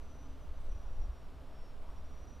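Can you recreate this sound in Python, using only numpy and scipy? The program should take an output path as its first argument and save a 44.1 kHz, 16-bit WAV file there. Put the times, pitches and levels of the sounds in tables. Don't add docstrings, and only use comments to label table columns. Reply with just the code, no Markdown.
import sys
import numpy as np
from scipy import signal
from scipy.fft import rfft, irfft
from scipy.io import wavfile
from scipy.ndimage import uniform_filter1d

SR = 44100
rng = np.random.default_rng(int(sys.argv[2]) if len(sys.argv) > 2 else 0)


def master(y):
    cut = np.clip(np.atleast_2d(y).T, -1, 1)
    pcm = np.round(cut * 32767)
    wavfile.write(sys.argv[1], SR, pcm.astype(np.int16))


N = 105840
T = np.arange(N) / SR
HZ = np.maximum(np.arange(N // 2 + 1) * SR / N, 1)


def whine():
    # time_s, pitch_hz
    glide = [(0, 5945), (.2, 5915), (.45, 5945), (.6, 5960), (.7, 5865), (.8, 5808), (1.05, 5700),
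             (1.25, 5600), (1.55, 5512), (1.72, 5512), (1.93, 5625), (2.15, 5775), (2.4, 5855)]
    # time_s, level_db
    loudness = [(0, -85), (.06, -76), (.2, -73.5), (.33, -80), (.39, -90), (.43, -77), (.52, -91),
                (.58, -80.5), (.645, -84), (.665, -74), (.7, -73), (.85, -76), (.92, -81), (1.05, -73.5),
                (1.15, -81), (1.2, -77.5), (1.28, -86), (1.5, -88), (1.58, -76), (1.69, -76.5), (1.82, -92),
                (1.94, -78), (2.15, -77), (2.29, -72.5), (2.4, -76)]
    # time_s, level_db
    lower_loudness = [(1.48, -105), (1.58, -86), (1.7, -87), (1.8, -105)]
    settle_hz, jitter_hz, lower_hz, steadiness = 70, 13, 4823, 1.1
    pitch = curve(glide)
    unrest = np.clip((pitch - pitch.min()) / settle_hz, 0, 1)
    hz = pitch + unrest * jitter_hz * walk(per_s=90)
    flutter = level(np.tanh(steadiness + walk(per_s=80)), 0)
    tone = (1 - unrest + unrest * flutter) * np.sin(2 * np.pi * np.cumsum(hz) / SR)
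    lower_tone = np.sin(2 * np.pi * lower_hz * T)
    return level(tone, curve(loudness)) + level(lower_tone, curve(lower_loudness))


def fingers():
    # start_s, fade_s, level_db
    slips = [(.594, .035, -77), (.63, .055, -81.5), (1.815, .03, -82), (1.888, .06, -80)]
    # pitch_hz, width_hz, relative_db
    vial = [(8350, 750, 0), (13600, 900, -3)]
    clicks_per_s = 8000
    clicks = rng.standard_normal(N) * (rng.random(N) < clicks_per_s / SR)
    plastic = sum(undb(db) * resonate(clicks, hz, width) for hz, width, db in vial)
    return level(plastic, 0) * rubs(slips, rise_s=.012)


def hands():
    # start_s, fade_s, level_db
    strokes = [(.46, .05, -64), (.83, .1, -64.5), (1.83, .06, -68), (1.875, .13, -64)]
    # frequency_hz, relative_db
    colour = [(250, -11), (420, -15), (950, 10), (1400, 0), (2000, -16), (4500, -31)]
    return level(noise(colour), 0) * rubs(strokes, rise_s=.011)


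def squeak():
    # start_s, fade_s, level_db
    squeaks = [(.615, .19, -86.5)]
    start_s = squeaks[0][0]
    start_hz, sag_hz_per_s, jitter_hz = 7920, 1300, 35
    hz = start_hz - sag_hz_per_s * (T - start_s) + jitter_hz * walk(per_s=400)
    tone = np.sin(2 * np.pi * np.cumsum(hz) / SR)
    return level(tone, 0) * rubs(squeaks, rise_s=.012)


def rumble():
    # frequency_hz, relative_db
    colour = [(4, -1.5), (11, 6.5), (17, -2.5), (25, -7), (38, -15), (46, -20), (75, -23.5), (92, -36.5),
              (160, -50)]
    # time_s, level_db
    loudness = [(0, -50.5), (.28, -44), (.5, -40), (.65, -38.5), (.73, -31), (.8, -44), (.87, -34.5),
                (.99, -27), (1.09, -35), (1.13, -45), (1.3, -43), (1.4, -55), (1.53, -40), (1.75, -50),
                (1.92, -36.5), (2.15, -47.5), (2.4, -59)]
    return level(noise(colour), curve(loudness))


def thumps():
    # peak_time_s, pitch_hz, peak_db
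    bumps = [(.71, 36, -33), (.76, 50, -36), (.865, 48, -39), (.922, 45, -38), (1.042, 35, -33),
             (1.098, 44, -29)]
    half_width_cycles = .47
    sound = np.zeros(N)
    for peak_s, hz, db in bumps:
        cycles = (T - peak_s) * hz
        swell = np.exp(-(cycles / half_width_cycles) ** 2)
        sound += undb(db) * swell * np.cos(2 * np.pi * cycles)
    return sound


def draught():
    # frequency_hz, relative_db
    colour = [(5, -2.5), (15, 9), (30, -1.5), (70, -4.5), (100, -16.5), (150, -21), (250, -43), (500, -73)]
    left_right_gain = undb([[-11.5], [0]])
    return level(noise(colour), db=-47.5) * left_right_gain


def room():
    # frequency_hz, relative_db
    air_colour = [(95, -10.5), (120, -8), (165, -9), (205, -10), (323, -14), (410, -14), (480, -14.5),
                  (640, -10.5), (780, -16), (1200, -16.5), (1850, -26.5), (3400, -29), (5000, -35),
                  (6500, -61.5)]
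    # frequency_hz, relative_db
    hiss_colour = [(4500, -23), (5100, 1), (6300, -1), (8000, -3), (11000, -5.5), (15000, -7.5)]
    # pitch_hz, width_hz, level_db
    rings = [(54.1, 8.1, -55.5), (68.4, 7.1, -57), (136.9, 10, -71), (419, 16, -74), (508.5, 17, -75),
             (634, 87, -77.5), (849, 8.2, -80.5)]
    # time_s, level_db
    hum_loudness = [(0, -75), (.12, -65), (.29, -61), (.68, -72), (1.15, -71), (1.4, -64.5), (1.9, -72.5),
                    (2.4, -64.5)]
    wander_db, tone_hz = .04, 7043
    air = level(noise(air_colour), db=-59.5) * undb(wander_db * walk(per_s=6.4))
    drones = sum(level(resonate(rng.standard_normal(N), hz, width), db) for hz, width, db in rings)
    hum = resonate(rng.standard_normal(N), hz=266.8, width_hz=26.2)
    tone = level(np.sin(2 * np.pi * tone_hz * T), db=-97.5)
    hiss = level(noise(hiss_colour), db=-78.5)
    return air + drones + level(hum, curve(hum_loudness)) + tone + hiss


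def undb(db):
    return 10 ** (np.asarray(db) / 20)


def level(x, db):
    return x * undb(db) / np.sqrt(np.mean(x ** 2))


def curve(rows):
    return np.interp(T, *np.array(rows).T)


def walk(per_s):
    hold = int(SR / per_s)
    steps = np.repeat(rng.standard_normal(N // hold + 1), hold)
    return level(uniform_filter1d(steps, hold)[:N], 0)


def noise(colour):
    hz, db = np.array(colour).T
    edges = 1 / np.sqrt((1 + (hz.min() / HZ / 2) ** 8) * (1 + (HZ / hz.max() / 2) ** 8))
    shape = undb(np.interp(np.log(HZ), np.log(hz), db))
    return irfft(rfft(rng.standard_normal(N)) * edges * shape, N)


def resonate(x, hz, width_hz):
    return irfft(rfft(x) / (1 + 1j * (HZ / hz - hz / HZ) * hz / width_hz / 2) ** 2, N)


def rubs(rows, rise_s):
    return sum(undb(db) * np.interp(T - start_s, [0, rise_s, rise_s + fade_s], [0, 1, 0])
               for start_s, fade_s, db in rows)


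def scene():
    return room() + whine() + fingers() + hands() + squeak() + rumble() + draught() + thumps()


def record(dry):
    top_hz = 15150
    return signal.sosfilt(signal.ellip(12, .1, 80, top_hz, fs=SR, output="sos"), dry)


dry = scene()
out = record(dry)
master(out)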